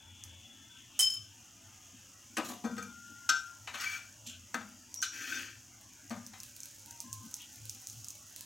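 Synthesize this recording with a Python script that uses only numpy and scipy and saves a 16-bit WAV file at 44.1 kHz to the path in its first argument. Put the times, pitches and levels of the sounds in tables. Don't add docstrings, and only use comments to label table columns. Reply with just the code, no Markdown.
import sys
import numpy as np
from scipy import signal
from scipy.fft import rfft, irfft, next_fast_len
from scipy.io import wavfile
from scipy.ndimage import uniform_filter1d, map_coordinates

SR = 44100
rng = np.random.default_rng(int(sys.argv[2]) if len(sys.argv) > 2 else 0)


def generate_wav(signal):
    frames = np.transpose(np.atleast_2d(signal))
    scaled = np.clip(frames, -1, 1) * 32767
    pcm = np.round(scaled).astype(np.int16)
    wavfile.write(sys.argv[1], SR, pcm)


N = 373022
TIME = np.arange(N) / SR
CUTOFF_HZ = 15900

# pitch_hz, level_db
CLATTER_SPECTRUM = [(200, 8.5), (450, -0.5), (650, 1.5), (1400, -2.5), (2000, -3), (3900, 3), (5000, 0),
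                    (7300, 12), (8700, 0.5), (11000, 9), (16000, 16)]


def amp(db):
    return 10 ** (np.asarray(db) / 20)


def rms_one(x):
    return x / np.sqrt(np.mean(x ** 2) + 1e-20)


def colour(x, points):
    hz, db = np.transpose(points)
    size = next_fast_len(len(x) + SR // 10)
    bins_hz = np.maximum(np.fft.rfftfreq(size, 1 / SR), 1)
    gain = amp(np.interp(np.log(bins_hz), np.log(hz), db))
    return irfft(rfft(x, size) * gain, size)[:len(x)]


def band(x, low_hz, high_hz, order=2):
    edges_hz = np.clip([low_hz, max(high_hz, low_hz * 1.02)], [10, 20], [.43 * SR, .45 * SR])
    return signal.sosfilt(signal.butter(order, edges_hz, "band", fs=SR, output="sos"), x)


def noise(size=N):
    return rng.standard_normal(size)


def drift(rate, size=N):
    knots = rng.standard_normal(4096)
    return np.interp(TIME[:size] * rate, np.arange(len(knots)), knots)


def fade(t60_s):
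    return amp(-60 * TIME[:SR] / max(t60_s, 1e-4))


def ring(modes, tilt_db=0, length=1, scatter_db=0, flutter_db=0):
    chance = rng.standard_normal(len(modes))
    out = np.zeros(SR)
    for k, (hz, db, t60_s) in enumerate(modes):
        mode_db = db + tilt_db * np.log2(hz / 1500) + scatter_db * chance[k]
        level = amp(mode_db + flutter_db * drift(86, size=SR))
        out += (-1) ** k * level * fade(t60_s * length) * np.sin(2 * np.pi * hz * TIME[:SR])
    return out


def add(out, s, sound):
    start = max(int(s * SR), 0)
    out[start:start + len(sound)] += sound[:N - start]


def through(x, response):
    return signal.oaconvolve(x, response)[:N]


def grains(per_s, spread_db):
    sizes = amp(spread_db * np.minimum(rng.exponential(1, N), 5)) * rng.choice([-1, 1], N)
    return rms_one(sizes * (rng.random(N) < per_s / SR))


def envelope(s, length_s, attack_s, release_s):
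    rise = np.clip((TIME - s) / attack_s, 0, 1)
    return rise * np.exp(-np.maximum(TIME - s - length_s, 0) / release_s)


def wavering(hz, wobble, rate):
    return np.sin(2 * np.pi * np.cumsum(hz * (1 + wobble * drift(rate))) / SR)


def evened(x, size=2205):
    return x / np.sqrt(np.maximum(uniform_filter1d(x ** 2, size), 1e-20))


def kitchen(x):
    onset = np.clip(TIME[:SR] / 0.00024 - .5, 0, 1)
    tail = band(noise(SR), 120, 6300, order=1) * fade(0.34) * onset
    return through(x, tail / np.sqrt(np.sum(tail ** 2)))


def background(count=26):
    # centre_s, level_db, pitch_hz
    swells = [(.12, -54.5, 88.6), (.32, -53, 85.4), (1.228, -53, 99.2), (1.398, -64, 253),
              (4.39, -56, 90.8), (6.138, -55.5, 110), (7.064, -49.5, 243.4), (7.166, -49.5, 110),
              (7.255, -50, 236.3), (7.648, -49, 108), (7.99, -50.5, 107)]
    # pitch_hz, level_db
    waver_spectrum = [(450, 0.5), (620, 1.5), (900, 5), (1150, 0), (1550, 6.5), (2000, 0), (2800, 2.5),
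                      (3800, -32)]
    # pitch_hz, level_db
    air_spectrum = [(25, -2), (50, 4.5), (90, 16.5), (115, 16), (155, 4.5), (230, 10), (330, 6.5),
                    (410, -6.5), (620, -8), (1200, -27), (2800, -10), (4000, -16), (16000, -41)]
    rumble_hz, swell_cycles = 100, 7.5
    low = rms_one(band(noise(), rumble_hz / 1.05, rumble_hz * 1.12))
    boom = rms_one(band(noise(), 208, 287.4))
    rumble = amp(-70 + 4.5 * drift(9.1)) * low + amp(-74 + 6.5 * drift(18)) * boom
    for s, db, hz in swells:
        swell = amp(db + 2 * drift(45)) * np.exp(-((TIME - s) * hz / swell_cycles) ** 2)
        rumble += swell * wavering(hz, wobble=0.088, rate=130)
    patches = np.zeros(N)
    for hz in np.geomspace(520, 3500, count):
        patches += band(noise(), hz / 1.015, hz * 1.045) * amp(12.3 * np.tanh(drift(12)))
    hum = amp(-67.0) * rms_one(colour(patches, waver_spectrum))
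    air = amp(-66.5) * rms_one(colour(noise(), air_spectrum))
    return rumble + hum + air


def frying():
    # time_s, level_db
    vigour_points = [(0, -58.5), (2.4, -54), (3.3, -53.5), (5.5, -55.5), (8, -51), (8.46, -54.5)]
    # pitch_hz, level_db
    hiss_spectrum = [(2500, -24.5), (4200, -15), (5000, -8.5), (5700, -3), (6600, 0.5), (7500, -5.5),
                     (8700, -13.5), (13000, -18), (16000, -18)]
    # landing_s, crackle_db (against the vigour)
    flips = [(4.54, -17.5), (6.1, -7)]
    # start_s, length_s, level_db, release_s
    puffs = [(0, 0.91, -66.5, 1), (4.251, 0.026, -52.5, 0.073), (7.374, 0.035, -56.5, 0.05)]
    heating_s, puff_attack_s = 0.26, 0.033
    unturned_db, seeping_db = -42, -18

    fine = amp(0.35 * drift(31)) * rms_one(colour(grains(per_s=14000, spread_db=3.5), hiss_spectrum))
    ticks = band(grains(per_s=180, spread_db=6.5), 4200, 27000)
    coarse = rms_one(ticks + kitchen(ticks))
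    vigour_s, vigour_db = np.transpose(vigour_points)
    vigour = amp(np.interp(TIME, vigour_s, vigour_db))
    crackle = amp(unturned_db)
    for s, db in flips:
        crackle = crackle + amp(db) * (1 - np.exp(-np.maximum(TIME - s, 0) / heating_s))
    flow = amp(seeping_db) * vigour
    for s, length_s, db, release_s in puffs:
        flow += amp(db) * envelope(s, length_s, puff_attack_s, release_s)
    steam = flow * amp(2.5 * drift(23)) * rms_one(band(noise(), 2650, 3400))
    return vigour * (amp(-3.5) * fine + crackle * coarse) + steam


def thin_tones():
    # start_s, length_s, pitch_hz, level_db
    faint_tones = [(0, 0.84, 3420, -61), (2.486, 0.095, 720, -56.5), (6.876, .11, 932, -59.5),
                   (7.038, 0.18, 1046, -58)]
    # start_s, length_s, pitch_hz,
    # level_db, release_s, beat_depth (0-1)
    lingering_rings = [(2.68, 0.6, 1404, -53.5, 0.025, 0.26), (4.58, 0.99, 4721, -69.5, 0.04, 0.1),
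                       (4.951, 0.1, 5700, -44.5, 0.12, 1)]
    beat_hz = 49.3
    out = np.zeros(N)
    for s, length_s, hz, db in faint_tones:
        level = amp(db + 4.6 * drift(70)) * envelope(s, length_s, attack_s=0.0038, release_s=0.046)
        out += level * wavering(hz, wobble=0.0119, rate=260)
    for s, length_s, hz, db, release_s, depth in lingering_rings:
        level = amp(db + 0.8 * drift(43)) * envelope(s, length_s, 0.015, release_s)
        tone = wavering(hz, wobble=0.00199, rate=100)
        beat = depth * wavering(hz + beat_hz, wobble=0.0019, rate=60)
        out += level * (tone + beat)
    return out


def sharp_ticks():
    # time_s (burst 1.2 ms later), level_db (relative)
    ticks = [(0.2369, -33), (4.5433, -29.5), (4.9412, -28), (5.0174, -29), (6.096, -39), (6.264, -34.5),
             (6.4015, -33), (6.603, -33.5), (6.632, -32), (6.9083, -35), (7.0023, -27.5), (7.128, -26.5),
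             (7.3403, -25.5), (7.695, -27), (7.87, -29), (7.8976, -32.5), (8.0441, -33), (8.0835, -29.5),
             (8.104, -32)]
    out = np.zeros(N)
    for s, db in ticks:
        low_chance, high_chance = rng.standard_normal(2)
        low_hz, high_hz = 6200 * np.exp(0.049 * low_chance), 14500 * np.exp(0.023 * high_chance)
        burst = ring([(low_hz, 0, .0028), (9000, -4, .0014), (high_hz, -9, .001)])
        fizz = rms_one(band(noise(SR) * amp(2.1 * drift(900, size=SR)), 2900, 23500))
        spray = amp(-24.5) * fizz * fade(0.098)
        add(out, s + 0.0012, amp(db + 6.5) * (burst + spray))
    return band(out, 4300, 16000)


def utensil():
    # start_s, ring_db, crack_db
    clinks = [(0.9911, -45, -24), (0.997, -27.5, -38), (1.006, -30, -26.5), (1.027, -26.5, -37),
              (1.1, -38, -44), (1.137, -43.5, -45)]
    # pitch_hz, level_db, t60_s
    modes = [(3084, -9, 0.11), (3073, 2.5, 0.14), (3100, -13, 0.18), (5200, -4.5, 0.22), (5240, -6, 0.3),
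             (6500, -16, 0.13), (6940, -9.5, 0.16), (8900, -17, 0.11), (9768, -18, 0.15),
             (11060, -8.5, 0.08), (14770, -23, 0.11), (15330, -22, .13)]
    out, pushes = np.zeros(N), np.zeros(N)
    for s, ring_db, crack_db in clinks:
        middle = band(noise(SR), 5450, 10000)
        low = amp(-16.5) * band(noise(SR), 880, 6900)
        high = amp(-11.5) * band(noise(SR), 9800, 17000)
        add(out, s, amp(crack_db) * rms_one(middle + low + high) * fade(0.11))
        add(pushes, s, amp([ring_db]))
    pushes = uniform_filter1d(pushes, size=176)
    for hz, db, t60_s in modes:
        swing = signal.lfilter([1], [1, -amp(-60 / (t60_s * SR))], pushes + 1e-18)
        level = amp(db + 4.0 * drift(110))
        out += level * swing * np.sin(2 * np.pi * hz * TIME + drift(50.5) * hz / 7000)
    return out


def iron_ring(t60_s, count=110):
    out, t = np.zeros(SR), TIME[:SR // 2]
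    hz = np.geomspace(250, 12000, count) * np.exp(.015 * rng.standard_normal(count))
    strength = rng.standard_normal(count) * np.sqrt(hz)
    cycles = hz[:, None] * t + rng.random((count, 1))
    out[:len(t)] = strength @ np.sin(2 * np.pi * cycles.astype(np.float32))
    return rms_one(out) * fade(t60_s)


def knocks():
    # start_s, thud_db, thud_hz, clatter_db, clatter_centre_hz,
    # clatter_t60_s, edge_tick_db (against the clatter)
    contacts = [(2.368, -27, 315, -28, 1540, 0.065, 2), (2.381, -26, 328, -29, 905, 0.073, 1),
                (2.396, -41, 310, -32, 1080, 0.046, -16), (2.497, -39, 263, -44.5, 700, 0.17, -14),
                (2.639, -21.5, 233, -40, 750, 0.18, -5), (2.765, -32, 224, -50, 1500, 0.29, 6),
                (3.291, -42.5, 313, -21.5, 3050, 0.051, -2.5), (3.673, -70, 282, -36, 1600, 0.11, -29),
                (3.74, -49, 281, -39, 1440, 0.15, -8), (4.264, -45, 243, -41, 4200, 0.19, -19),
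                (4.542, -30.5, 246, -27.5, 1200, 0.042, -19), (4.611, -43, 228, -44.5, 1160, 0.078, -20),
                (5.028, -57, 287, -33, 3140, 0.14, 4), (6.104, -29.5, 212, -41, 1030, 0.22, -6),
                (6.333, -54, 198, -50, 1520, 0.18, 2)]
    # pitch_hz, level_db, t60_s
    stand = [(228.3, -1, .13), (290, -12, 0.047), (313, -6, 0.13), (481, -1.5, 0.12)]
    half_width = 2 ** (1.6 / 2)
    out = np.zeros(N)
    for s, thud_db, thud_hz, clatter_db, centre_hz, t60_s, edge_db in contacts:
        rattle = noise(SR) * fade(t60_s) * amp(3.8 * drift(180, size=SR) + 5.5)
        plate = colour(iron_ring(t60_s) + rattle, CLATTER_SPECTRUM)
        clatter = rms_one(band(plate, centre_hz / half_width, centre_hz * half_width))
        clatter *= np.sqrt(np.mean(fade(t60_s) ** 2))
        edge = amp(edge_db) * rms_one(band(noise(SR), 2100, 12000, order=4)) * fade(0.018)
        add(out, s, amp(clatter_db) * (clatter + edge) * (1 - fade(0.014)))
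        judder = amp(-16.5) * rms_one(band(noise(SR), 180, 254)) * fade(0.72)
        thud = band(ring(stand) + judder, thud_hz / 1.12, thud_hz * 1.127, order=1)
        add(out, s, amp(thud_db) * thud * (1 - fade(0.075)))
    return out


def blade_modes(along):
    # pitch_hz, tip_level_db, side_edge_level_db, t60_s
    modes = [(470, -38, 3, 0.22), (740, -33, -24, .23), (979, -24.5, -31, 0.44), (1263, -14, -1, 0.36),
             (1395.5, 1.5, -6, 0.55), (1544, 0.5, -1, 0.29), (1620, -8, 0, 0.085), (1900, -23, -5.5, 0.21),
             (2367, -21, -4, 0.22), (2462, -9, -12, 0.1), (2840, -20, -22, 0.18), (3263, -16.5, -15, 0.23),
             (3550, -26, -11, 0.61), (4270, -24, -18, 0.17), (4413, -7.5, -4.5, .14),
             (4950, -24, -14.5, 0.43), (5420, -3, -9, 0.093), (5620, -4, -8, 0.083), (5720, -4, -20, 0.099),
             (5990, -13, -15, 0.11), (6300, -4, -3, 0.096), (6770, -29, -3, 0.12), (7500, -15, -18, 0.15),
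             (7833, -14, -10.5, 0.2), (10700, -25, -19, 0.23), (14260, -26, -20, .2)]
    along = np.clip(along, 0, 1)
    return [(hz, tip_db + along * (edge_db - tip_db), t60_s) for hz, tip_db, edge_db, t60_s in modes]


def spatula():
    blows = [(2.371, -51.5, 7, 0.5, 0.3), (2.646, -43, -1.5, 0.89, .9), (2.779, -40.5, 0, 0.46, 0.95),
             (2.825, -48.5, 4.5, 0.31, 1), (3.291, -24.5, -1.5, 0.85, 0), (4.542, -31.5, -2.5, 0.24, 0.53),
             (5.025, -33.5, 4.5, 0.26, 0.4), (6.108, -51.5, 4.5, 0.53, 0.52)]
    glance_s, grip_s = 0.015, 0.24
    out = np.zeros(N)
    for s, db, tilt_db, length, along in blows:
        swing = (1 - fade(glance_s * along)) * np.exp(-(TIME[:SR] / grip_s) ** 2)
        blade = ring(blade_modes(along), tilt_db, length, scatter_db=0.5, flutter_db=5.0)
        add(out, s, amp(db) * swing * blade)
    return band(out, 340, 18000)


def travelling(slips, responses):
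    shares = np.array([amp(6 * drift(26)) for _ in responses])
    shares = shares / np.linalg.norm(shares, axis=0)
    ringing = np.zeros(N)
    for share, response in zip(shares, responses):
        ringing += share * rms_one(through(slips, response))
    place = np.cumsum(1 + 0.018 * drift(16))
    return map_coordinates(ringing, [place], order=3, mode="mirror")


def scrapes():
    # start_s, length_s, final_db,
    # build_up_db, release_s, squeal_hz, stand_shake_db, blade_ring_db, coarse_grit_db,
    # lowest_hz (that the pressed blade lets ring)
    strokes = [(3.727, 0.23, -45.5, 0, 0.042, 2339, -49, -1, -7, 1030),
               (5.113, 0.26, -39.5, 9.5, 0.072, 1561, -16, -4, -5, 1330)]
    # start_s, length_s, extra_friction_db, extra_squeal_db
    catches = [(3.797, 0.047, 6, -5), (3.858, 0.019, 1.5, 20.5), (3.93, 0.024, 2, 14),
               (5.318, 0.01, -1.5, 17), (5.35, .035, -2.5, 11.5)]
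    # pitch_hz, level_db
    rasp_spectrum = [(520, -12), (750, 3), (1300, 4.5), (2050, -1), (2500, 4), (4000, -1), (6460, 8),
                     (10200, -10.5), (16000, 6.5)]
    stroke_attack_s = 0.027

    slips = grains(per_s=5600, spread_db=3.0) * amp(5.1 * drift(160))
    plate = travelling(slips, [iron_ring(0.048) for _ in range(4)])
    rasp = evened(colour(plate + amp(-3) * rms_one(slips), rasp_spectrum))
    blade_responses = [ring(blade_modes(0.87), tilt_db=-1.5, length=0.33, scatter_db=3) for _ in range(3)]
    blade = evened(travelling(slips, blade_responses))
    shaking = evened(band(slips, 256, 324) + amp(-12.5) * band(slips, 503, 554))
    crumbs = through(grains(per_s=240, spread_db=3.5), iron_ring(0.021))
    grit = evened(band(crumbs, 1400, 3350))

    squeal = amp(-9.5 + 2 * drift(120))
    grip = np.ones(N)
    for s, length_s, grip_db, squeal_db in catches:
        caught = envelope(s, length_s, attack_s=0.0024, release_s=0.0076)
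        grip = grip * amp(grip_db * caught)
        squeal = squeal * amp(squeal_db * caught)

    drag = evened(band(colour(plate + slips, CLATTER_SPECTRUM), 260, 3700, order=1))
    out = amp(-47.5) * envelope(2.43, 0.089, stroke_attack_s, release_s=0.027) * drag
    for (s, length_s, db, build_db, release_s, squeal_hz,
         stand_db, blade_db, grit_db, lowest_hz) in strokes:
        contact = amp(-2.5) * rasp + amp(blade_db) * blade + amp(grit_db) * grit
        friction = band(contact, lowest_hz, CUTOFF_HZ, order=4)
        pressure_db = db - build_db * np.clip(1 - (TIME - s) / length_s, 0, 1)
        pressure = amp(pressure_db) * envelope(s, length_s, stroke_attack_s, release_s)
        whine = squeal * wavering(squeal_hz, wobble=0.0156, rate=300)
        out += pressure * (grip * (friction + whine) + amp(stand_db) * shaking)
    return out


def scene():
    # pitch_hz, difference_db
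    balance = [(90, 2), (200, 4), (700, 4), (1400, 7.5), (2400, 4), (4500, 5), (6000, 3), (7200, -3.5),
               (8000, -20.5), (9000, -5.5), (10500, -40), (12500, -5), (14500, -6), (16000, 13)]
    still = background() + frying() + thin_tones()
    ticks, clink = sharp_ticks(), utensil()
    iron = knocks() + spatula() + scrapes()
    room = kitchen(amp(-7.0) * iron + amp(-7.5) * clink + amp(-8.5) * ticks)
    sound = still + ticks + clink + iron + room
    ports = []
    for side in (1, -1):
        response = [(hz, 20 * np.log10(2 / (1 + amp(-side * db)))) for hz, db in balance]
        ports.append(colour(sound, response))
    treble = amp(-15.0) * kitchen(band(sound, 9100, 15840))
    spread = treble + amp(-86.5) * rms_one(band(noise(), 18, 147, order=1))
    return np.array([ports[0] + spread, ports[1] - spread])


def record(dry):
    return signal.sosfilt(signal.ellip(10, .2, 80, CUTOFF_HZ, fs=SR, output="sos"), dry)


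dry = scene()
out = record(dry)
generate_wav(out)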